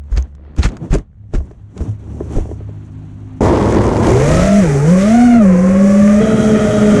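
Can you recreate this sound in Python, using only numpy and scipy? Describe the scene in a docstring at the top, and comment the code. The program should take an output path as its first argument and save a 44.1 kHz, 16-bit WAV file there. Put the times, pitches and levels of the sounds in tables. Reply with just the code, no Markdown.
"""Thumps, crunches and knocks: a racing quadcopter, heard from its own camera, tumbles over a lawn.
It comes to rest with its motors idling, then throttles up: the three-bladed propellers thrash the
grass, lift it clear and whine with the throttle. One unbalanced motor shakes the frame. Gusts buffet
the microphone at lift-off; then the sound cuts abruptly to fast flight, with louder buzz and shudder."""
import sys
import numpy as np
from scipy.fft import rfft, irfft, next_fast_len
from scipy.io import wavfile
from scipy.ndimage import uniform_filter1d, minimum_filter1d, map_coordinates

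SR = 44100
rng = np.random.default_rng(int(sys.argv[2]) if len(sys.argv) > 2 else 0)


def output_pcm(signal):
    """Save a mono or channel-first signal as 16-bit PCM at the path in sys.argv[1].

    Samples are clipped to [-1, 1] before scaling.
    """
    pcm = np.clip(np.atleast_2d(signal).T, -1, 1) * 32767
    wavfile.write(sys.argv[1], SR, np.round(pcm).astype(np.int16))


N = 308700
GROUNDED_S, AT_REST_S, THROTTLE_UP_S, LIFT_OFF_S, FAST_FLIGHT_S = 1.09, 2.38, 3.407, 4.084, 6.205
IDLE_HZ, SLOW_IDLE_HZ, HOVER_HZ = 71.7, 51.7, 200  # shaft rates
BLADES, BAND_LIMIT_HZ = 3, 15375


# Unbalanced shaft's hum and overtones: shaft_multiple, level_db
HUM_ORDERS = [(1, 0), (4, -42), (5, -43)]
SHAFT_OVERTONES = [(2, 1), (3, -9), (6, -19.5), (9, -25), (15, -26.5), (18, -32)]
# Beating propeller pair: speed_ratio, level_db
PAIR = [(1, -1), (.963, -5.5)]
# Rotor gains: hover_db, speed_db_per_doubling, rebound_db, racing_db
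HUM_GAIN = (-7.5, 7.5, -6, -7.5)
SHAFT_OVERTONE_GAIN = (-31, -4, -3, 12)
BLADE_TONE_GAIN = (-19, 2, -0.5, -4)
BLADE_OVERTONE_GAIN = (-30, 2.5, 3, -4)

def motors():
    """The unbalanced shaft hums; the propellers whine at neighbouring speeds and beat."""
    shaft_hz, pair_hz, slow_hz = shaft_speeds()
    shaft = rotor_phase(shaft_hz, jitter=0.003, rate_hz=40)
    out = flight_gain(HUM_GAIN) * tones(shaft, HUM_ORDERS, flutter_db=1.5, rate_hz=12)
    out += flight_gain(SHAFT_OVERTONE_GAIN) * tones(shaft, SHAFT_OVERTONES, flutter_db=3, rate_hz=25)
    for ratio, db in PAIR:
        blades = rotor_phase(BLADES * pair_hz * ratio, jitter=0.005, rate_hz=60)
        whine = flight_gain(BLADE_TONE_GAIN) * tones(blades, [(1, 0.007)], flutter_db=0.5, rate_hz=16)
        whine += flight_gain(BLADE_OVERTONE_GAIN) * blade_overtones(blades, BLADES * pair_hz)
        out += amp(db) * whine
    slow_blades = rotor_phase(BLADES * slow_hz, jitter=0.0053, rate_hz=43)
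    slow_whine = tones(slow_blades, [(1, 0.0085)], flutter_db=3.5, rate_hz=13)
    slow_whine += amp(-18.5) * blade_overtones(slow_blades, BLADES * slow_hz)
    out += amp(-25.5 + 68 * np.log2(slow_hz / shaft_hz)) * slow_whine  # unloads as it slows
    # In fast flight the slow shaft shakes the frame too, and the hum throbs.
    out += amp(-19.5) * racing() * np.sqrt(2) * np.sin(slow_blades / BLADES)
    return out * ramp(4.04, 0.07)


# Blade pulse harmonics: blade_multiple, level_db
BLADE_OVERTONES = [(2, -3.5), (3, -10.5), (4, -16), (5, -23), (6, -24)]

def blade_overtones(phase, blade_hz):
    """Faster tips give sharper pressure pulses, so the upper harmonics grow with speed."""
    return sum((blade_hz / 690) ** (0.9 * (k - 2)) * tones(phase, [(k, db)], flutter_db=4, rate_hz=70)
               for k, db in BLADE_OVERTONES)


# Unbalanced motor in the climb: time_s, shaft_hz
THROTTLE = [(4.06, 99.5), (4.19, 127.6), (4.41, 176.1), (4.46, 193.1), (4.59, 205), (4.69, 148.2),
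            (4.78, 139.5), (4.84, 146.4), (4.93, 182.4), (4.99, 189.3), (5.15, 233.2), (5.25, 244.8),
            (5.38, 235.4), (5.46, 190.8), (5.55, 180.6), (5.82, 199.0), (6.19, 211.2)]
# Other motors' speeds over the unbalanced one's: time_s, pair_ratio, slow_ratio
STEERING = [(4.06, 1.25, 1.085), (4.3, 1.38, 1.11), (4.46, 1.16, 1.045), (4.58, 1.104, 1.036),
            (4.68, 0.93, 0.91), (4.83, 1.013, .95), (5.03, .98, 0.87), (5.16, 1.033, .89),
            (5.38, 0.98, 0.84), (5.52, .945, 0.58), (6.0, 0.95, 0.88), (6.18, 0.97, 0.88),
            (6.24, 0.98, 0.9), (7, 0.97, 1.02)]

def shaft_speeds(racing_hz=221, sag_hz_per_s=16):
    """Shaft rates in Hz: unbalanced motor, pair, slow motor."""
    climb_hz, = curves(THROTTLE)
    fast_hz = racing_hz - sag_hz_per_s * (clock() - FAST_FLIGHT_S)
    shaft_hz = climb_hz + racing() * (fast_hz - climb_hz)
    pair_ratio, slow_ratio = curves(STEERING)
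    return shaft_hz, shaft_hz * pair_ratio, shaft_hz * slow_ratio


def flight_gain(gains):
    """A layer follows shaft speed, downwash rebounding off the turf and the cut to fast flight."""
    hover_db, speed_db_per_doubling, rebound_db, racing_db = gains
    speed_db = speed_db_per_doubling * np.log2(shaft_speeds()[0] / HOVER_HZ)
    return amp(hover_db + speed_db + rebound_db * swell(4.38, 0.12) + racing_db * racing())


def racing():
    """0 until the abrupt cut to fast flight, then 1."""
    return ramp(FAST_FLIGHT_S, 0.0058)


# Blade slaps on grass: freq_hz, level_db
THRASH_SPECTRUM = [(26, -41), (45, 1.5), (75, 3.5), (124, 3), (176, -4.5), (242, 3.5), (279, -4), (327, 3),
                   (648, -6.5), (747, -10), (948, -7.5), (1390, -22.5), (2000, -30.5), (2600, -59),
                   (4400, -120)]

def thrash():
    """Labouring blades slap unevenly through the grass; the first blow is the hardest."""
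    slaps = coloured(grains(per_s=900) + 1.03 * rng.standard_normal(N), THRASH_SPECTRUM)
    shaft = rotor_phase(105, jitter=0.0678, rate_hz=14)
    labour = tones(shaft, [(1, -6), (2, -10.5), (3, -7)], flutter_db=7, rate_hz=30)
    labour *= amp(-9) * (1 - ramp(LIFT_OFF_S, 0.064))
    first_blow = 1 + cusp(THROTTLE_UP_S, 0.01, 0.039)
    return amp(-12.5 + grass_contact_db(tuft_weight=0.68)) * first_blow * (slaps + labour)


# Tufts caught by the blades: centre_s, half_length_s, boost_db
TUFTS = [(3.53, 0.11, 5), (3.783, 0.026, 4), (4.094, 0.056, 4)]

def grass_contact_db(tuft_weight, clear_db_per_s=37):
    """Blade contact grows in each tuft and dies away as the craft rises."""
    tufts_db = sum(db * swell(centre_s, half_length_s) for centre_s, half_length_s, db in TUFTS)
    return tuft_weight * tufts_db - clear_db_per_s * np.maximum(clock() - LIFT_OFF_S, 0)


# Landings on turf: start_s, give_s, thump_db, thump_hz, crunch_db, thud_db
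LANDINGS = [(0.116, 0.016, -6.5, 49, -40, -31), (0.164, 0.02, -7.5, 64, -26.5, -18),
            (0.585, 0.009, -1.5, 69, -25.5, -13), (.633, 0.0074, -22, 50, -16.5, -32.5),
            (.647, 0.011, -4, 47.4, -19, -12.5), (0.904, .014, -4.5, 40.4, -37, -27),
            (0.928, 0.007, -21, 47, -23.5, -11), (.939, 0.013, -6.5, 46.2, -26.5, -10.5),
            (1.339, .017, -7, 34.8, -27, -15.5), (1.373, 0.017, -12, 67.3, -47, -30),
            (1.806, 0.0075, -10.5, 70, -40.5, -26), (1.875, .019, -13, 106, -49, -29),
            (2.357, 0.016, -6.5, 27.8, -40, -16), (2.402, 0.013, -14.5, 72.5, -60, -25)]
# Crushed grass, turf, clattering arms and propellers: freq_hz, level_db
CRUNCH_SPECTRUM = [(530, -5), (900, -2), (1400, 0), (1900, -6), (2500, -9.5), (3200, -9.5), (4200, -13),
                   (5500, -12), (6800, -8.5), (8500, -18), (10500, -28), (15000, -61)]
TURF_SPECTRUM = [(50, -4.5), (110, 6), (320, -2.5), (600, -15), (1200, -28), (2500, -70)]
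CLATTER_SPECTRUM = [(700, -29), (1200, -3), (1700, -1), (2600, -1.5), (3200, -18.5), (5000, -43)]

def bounces():
    """Each landing rocks the camera on its soft mount and crushes grass; hard ones clatter."""
    thumps, crunch, thud = np.zeros((3, N))
    t = np.arange(SR // 3) / SR
    for start_s, give_s, thump_db, thump_hz, crunch_db, thud_db in LANDINGS:
        rocking = t / give_s * np.exp(1 - t / give_s) * np.sin(2 * np.pi * thump_hz * t)
        add(thumps, start_s, amp(thump_db) * rocking)
        pressure = cusp(start_s + 0.63 * give_s, rise_s=0.0081, fall_s=0.013)
        crunch += amp(crunch_db) * pressure
        thud += amp(thud_db) * pressure
    fibres = crackle(per_s=2600, decay_s=0.00089) + 0.49 * rng.standard_normal(N)
    grass = amp(-1) * crunch * coloured(fibres, CRUNCH_SPECTRUM)
    clatter = amp(2.5) * crunch ** 1.38 * coloured(grains(per_s=900), CLATTER_SPECTRUM)
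    return thumps + grass + clatter + thud * noise(TURF_SPECTRUM)


def crackle(per_s, decay_s):
    """Fibres break at random, each a tiny ring at its own pitch."""
    out, t = np.zeros(N + SR), np.arange(200) / SR
    when, pitch, size = rng.random((int(per_s * N / SR), 3)).T[:, :, None]
    strength = amp(-4 * np.log(1 - size)) * pitch ** 0.25
    pitch_hz = BAND_LIMIT_HZ * pitch ** 1.5
    rings = strength * np.exp(-t / decay_s) * np.sin(2 * np.pi * pitch_hz * t)
    np.add.at(out, (when * N).astype(int) + np.arange(len(t)), rings)
    return unit_rms(out[:N])


# Hard contacts and snapping stalks: start_s, level_db
KNOCKS = [(0.955, -3.5), (1.337, -11), (1.405, -18), (1.509, -21.5), (1.765, -22.5), (1.806, -15),
          (1.822, -26), (2.205, -3.5), (2.303, -19), (2.366, -8), (2.383, -5.5), (2.456, -17), (2.491, -19),
          (2.514, -12.5), (2.604, -18.5), (2.69, -20)]
STALKS = [(0.038, -44), (0.3508, -34.5), (0.5645, -21.5), (0.6886, -18), (.7193, -30), (0.7685, -20.5),
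          (.9844, -20.5), (1.513, -34), (1.7775, -20.5)]
# Frame modes: pitch_hz, level_db, t60_s
FRAME_MODES = [(328, 0, 0.057), (417, 1, 0.049), (617, -3.5, 0.031), (720, -22.5, 0.061),
               (1007, -23, 0.071), (1780, -29, 0.028)]

def knocks():
    """Hard contacts ring the frame; stalks snap against it on and between landings."""
    rings, cracks = np.zeros((2, N))
    t = np.arange(SR // 5) / SR
    attack = (1 - np.exp(-t / 0.00023)) ** 2
    for start_s, db in KNOCKS:
        sizes = amp(0.99 * rng.standard_normal(len(FRAME_MODES)))
        ring = sum(size * amp(mode_db - 60 * t / t60_s) * np.sin(2 * np.pi * (hz * t + rng.random()))
                   for size, (hz, mode_db, t60_s) in zip(sizes, FRAME_MODES))
        add(rings, start_s, amp(db - 8.5) * ring * attack)
    landing_snaps = [(start_s, crunch_db + 6.5) for start_s, *_, crunch_db, _ in LANDINGS]
    for start_s, db in STALKS + landing_snaps:
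        add(cracks, start_s, amp(db - 13 - 60 * t / 0.022))
    return rings + cracks * noise(CRUNCH_SPECTRUM)


# Propeller air noise: freq_hz, level_db
WASH_SPECTRUM = [(800, -21), (1200, 4), (1500, 2), (2000, 3.5), (2500, -2), (3000, -20.5), (3600, -22),
                 (4800, -16.5), (6500, -59)]
RASP_SPECTRUM = [(2200, -25), (2800, 0.5), (3500, -0.5), (4400, -6), (5300, -3), (6500, -31)]
HISS_SPECTRUM = [(3500, -35.5), (4400, -13.5), (5000, -13), (5700, -2), (6400, -1.5), (7700, -5),
                 (10200, -13.5), (11800, -26), (13700, -30), (15300, -46)]
CHURN_SPECTRUM = [(200, -7), (400, 10), (700, 7), (1000, -6), (1500, -4.5), (2500, -52)]
# Churned air: hover_db, speed_db_per_doubling, rebound_db, racing_db
CHURN_GAIN = (-29, -6, 6, 4.5)

def propeller_air():
    """Wash, tip rasp and hiss pulse with the blades over a low churn; cut grass adds to them."""
    shaft_hz, pair_hz, _ = shaft_speeds()
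    boost_db, cutting = treble_db(), amp(grass_contact_db(tuft_weight=1.15))
    blades = rotor_phase(BLADES * pair_hz, jitter=0.0097, rate_hz=40)
    shaft = rotor_phase(shaft_hz, jitter=0.022, rate_hz=40)
    chop = unit_rms(1 + 0.49 * np.cos(blades) + 0.13 * np.cos(shaft))
    spitting = amp(2 * (1 - ramp(LIFT_OFF_S, 0.58)) * wobble(220))  # cut stalks, until clear
    gusts = amp(1.1 * wobble(20))
    wash = np.hypot(amp(-32 + 0.72 * boost_db), amp(-40) * cutting) * gusts * noise(WASH_SPECTRUM)
    rasp = np.hypot(amp(-46.5 + 2 * boost_db), amp(-42) * cutting) * noise(RASP_SPECTRUM)
    hiss = amp(-37.5 + boost_db + 0.97 * wobble(20)) * noise(HISS_SPECTRUM)
    churn = flight_gain(CHURN_GAIN) * noise(CHURN_SPECTRUM) * (0.43 + 0.62 * ramp(3.82, 0.22))
    return (wash + rasp + hiss) * chop * spitting + churn


# Treble under power: time_s, level_db
TREBLE = [(3.46, -39), (3.96, -43), (4.06, -34), (4.25, -34.5), (4.3, -32), (4.41, -31.5), (4.84, -38.5),
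          (4.9, -34.5), (4.96, -38.5), (5.01, -33), (5.36, -39.5), (5.4, -42.5), (6.1, -37), (6.28, -38.5),
          (6.93, -35.5), (6.94, -35.5)]

def treble_db(mean_db=-38):
    """Treble level above its mean."""
    return curves(TREBLE)[0] - mean_db


# Frame rattle: freq_hz, level_db
BUZZ_SPECTRUM = [(1100, -23), (1290, -3), (1430, 5.5), (1600, -23), (1920, -11), (2200, -41), (2900, -15),
                 (3200, -7), (3550, -17), (3900, -18), (4300, -48)]

def frame_buzz():
    """Stiff parts rattle once per shaft turn under load, most in fast flight."""
    gain = amp(-56.5 + 1.7 * treble_db()) + amp(-32.5) * racing()
    shaft = rotor_phase(shaft_speeds()[0], jitter=0.0062, rate_hz=35)
    strikes = np.exp(0.67 * np.cos(shaft))
    return gain * coloured(strikes * rng.standard_normal(N), BUZZ_SPECTRUM)


# Gusts on frame and microphone: freq_hz, level_db
SHUDDER_SPECTRUM = [(50, -48), (110, -4), (250, -4), (340, -11), (600, -18), (900, -36)]
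BUFFET_SPECTRUM = [(10, -20), (25, -3.5), (70, 0), (110, -3.5), (200, -8.5), (400, -45)]
# Gust gains: hover_db, speed_db_per_doubling, rebound_db, racing_db
SHUDDER_GAIN = (-27, 0.5, 9, 10)
BUFFET_GAIN = (-26.5, -0.5, 14, 0)

def turbulence():
    """Gusts buffet the microphone, most just after lift-off; the frame shudders more in fast flight."""
    shudder = flight_gain(SHUDDER_GAIN) * amp(2 * wobble(18)) * noise(SHUDDER_SPECTRUM)
    buffet = flight_gain(BUFFET_GAIN) * amp(1.1 * wobble(16)) * noise(BUFFET_SPECTRUM)
    return (shudder + buffet) * ramp(3.77, 0.28)


# Frame sliding through grass: centre_s, half_length_s, stir_db, hiss_db, scrape_db
SLIDES = [(0.176, 0.1, -44, -67, -47), (0.51, 0.11, -48.5, -92, -43), (0.724, .045, -36, -63, -27),
          (0.844, 0.04, -39, -59, -22.5), (0.972, 0.037, -35.5, -57, -26), (1.43, 0.097, -52.5, -67, -38),
          (1.834, 0.07, -39.5, -55, -24.5), (2.2, 0.14, -54, -62.5, -29), (2.362, 0.059, -33, -48.5, -23),
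          (2.5, 0.07, -54, -61, -32)]
# Stirred grass, blade-tip ticks: freq_hz, level_db
STIR_SPECTRUM = [(180, 3.5), (300, 1.5), (420, -8), (490, -17), (600, -11.5), (1060, -16.5), (1740, -23),
                 (3200, -29), (4500, -36), (6000, -65)]
TICK_SPECTRUM = [(250, -11), (500, 6), (1000, -10.5), (1900, -11), (2800, -30), (6000, -40), (9000, -65)]

def rustle():
    """Grass brushes the sliding frame, is ticked by idling blade tips and stirs in their draught."""
    stir, hiss, scrape = sum(np.outer(amp(levels_db), swell(centre_s, half_length_s))
                             for centre_s, half_length_s, *levels_db in SLIDES)
    tumbling = 1 - ramp(GROUNDED_S, 1.02)
    draught = amp(-21 * tumbling)  # builds as the craft settles
    turns = rotor_phase(IDLE_HZ, jitter=0.04, rate_hz=30) / (2 * np.pi)
    tip_contact = np.exp(-(turns % 1) / 0.14)
    tick_gain = (amp(-7.5) * stir + amp(-65)) * amp(3 * wobble(40)) * tumbling
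    ticks = tick_gain * coloured(tip_contact * rng.standard_normal(N), TICK_SPECTRUM)
    low = (stir + amp(-43.5) * draught) * amp(1.5 * wobble(35)) * noise(STIR_SPECTRUM)
    hiss_gain = (hiss + amp(-68.5) * draught) * amp(1.4 * wobble(54))
    high = hiss_gain * coloured(grains(per_s=5000), HISS_SPECTRUM)
    mic_wind = amp(-38.5 - 3.3 * tumbling) * noise(BUFFET_SPECTRUM)
    turf = scrape * noise(TURF_SPECTRUM)
    return (low + high + ticks + turf + mic_wind) * (1 - ramp(THROTTLE_UP_S, 0.044))


# Faster idling motor's hum: time_s, level_db
IDLE_HUM = [(0, -30.5), (.75, -42.5), (1.15, -45.5), (1.7, -48), (2.1, -32.5), (2.55, -28), (2.8, -46)]
# Slower idling motor's harmonics: shaft_multiple, level_db
IDLE_ORDERS = [(2, 0), (3, -1), (4, -14), (5, -7), (6, -17), (7, -24)]

def idle():
    """Two motors hum through the frame until throttle-up; at rest it passes more overtones."""
    hum_db, = curves(IDLE_HUM)
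    fast_shaft = rotor_phase(IDLE_HZ, jitter=0.014, rate_hz=9.9)
    hum = amp(hum_db) * tones(fast_shaft, [(1, 1), (2, -17.5), (3, -23)], flutter_db=1.2, rate_hz=9.8)
    slow_shaft = rotor_phase(SLOW_IDLE_HZ, jitter=0.00586, rate_hz=15)
    settling = 0.58 * ramp(GROUNDED_S, 0.15) + 0.76 * ramp(1.92, 0.15)
    low = tones(slow_shaft, IDLE_ORDERS[:1], flutter_db=3.5, rate_hz=15) * settling
    upper = tones(slow_shaft, IDLE_ORDERS[1:], flutter_db=2.5, rate_hz=8) * ramp(AT_REST_S, 0.41)
    return (hum + amp(-35.5) * (low + upper)) * (1 - ramp(THROTTLE_UP_S, 0.13))


def rotor_phase(hz, jitter, rate_hz):
    """Phase in radians of a rotor whose speed the flight controller keeps nudging."""
    return 2 * np.pi * (np.cumsum(hz * (1 + jitter * wobble(rate_hz))) / SR + rng.random())


def tones(phase, orders, flutter_db, rate_hz):
    """Rotor harmonics, each fluttering on its own."""
    return np.sqrt(2) * sum(
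        amp(db + flutter_db * wobble(rate_hz)) * np.sin(k * phase + 2 * np.pi * rng.random())
        for k, db in orders)


def coloured(x, spectrum):
    """x filtered by (freq_hz, level_db) points, at rms 1."""
    size = next_fast_len(N + 8192)
    freq_hz, level_db = np.transpose(spectrum)
    log_bins = np.log(np.fft.rfftfreq(size, 1 / SR) + 1)
    gain = amp(np.interp(log_bins, np.log(freq_hz), level_db, left=-120, right=-120))
    return unit_rms(irfft(rfft(x, size) * gain, size)[:N])


def noise(spectrum):
    return coloured(rng.standard_normal(N), spectrum)


def grains(per_s):
    """Tiny random impacts, at rms 1."""
    return unit_rms(rng.standard_normal(N) * (rng.random(N) < per_s / SR))


def wobble(rate_hz):
    """Smooth random curve with knots at rate_hz."""
    return map_coordinates(rng.standard_normal(int(N * rate_hz / SR) + 4), [clock() * rate_hz])


def curves(rows):
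    """Each column after time_s, interpolated per sample."""
    time_s, *columns = np.transpose(rows)
    return [np.interp(clock(), time_s, column) for column in columns]


def ramp(start_s, length_s):
    return np.clip((clock() - start_s) / length_s, 0, 1)


def swell(centre_s, half_length_s):
    return np.exp(-((clock() - centre_s) / half_length_s) ** 2)


def cusp(peak_s, rise_s, fall_s):
    """Pressure builds to 1 at peak_s, then lets go."""
    return np.exp(-np.maximum((peak_s - clock()) / rise_s, (clock() - peak_s) / fall_s))


def add(track, start_s, sound):
    part = track[round(start_s * SR):][:len(sound)]
    part += sound[:len(part)]


def amp(db):
    return 10 ** (np.asarray(db) / 20)


def unit_rms(x):
    return x / np.sqrt(np.mean(x ** 2) + 1e-20)


def clock():
    return np.arange(N) / SR


def scene():
    """Tumble and idle, then powered flight; mono."""
    tumble = idle() + rustle() + bounces() + knocks()
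    flight = thrash() + motors() + frame_buzz() + propeller_air() + turbulence()
    return (tumble + ramp(THROTTLE_UP_S, 0.001) * flight)[None]


def record(dry):
    """The camera limits the peaks and passes nothing above its band limit."""
    needed_gain = np.minimum(1, 0.93 / (np.abs(dry) + 1e-9))
    gain = uniform_filter1d(minimum_filter1d(needed_gain, size=441), size=441)  # 10 ms windows
    passband = np.fft.rfftfreq(N, 1 / SR) < BAND_LIMIT_HZ
    return irfft(rfft(dry * gain) * passband, N)


dry = scene()
out = record(dry)
output_pcm(out)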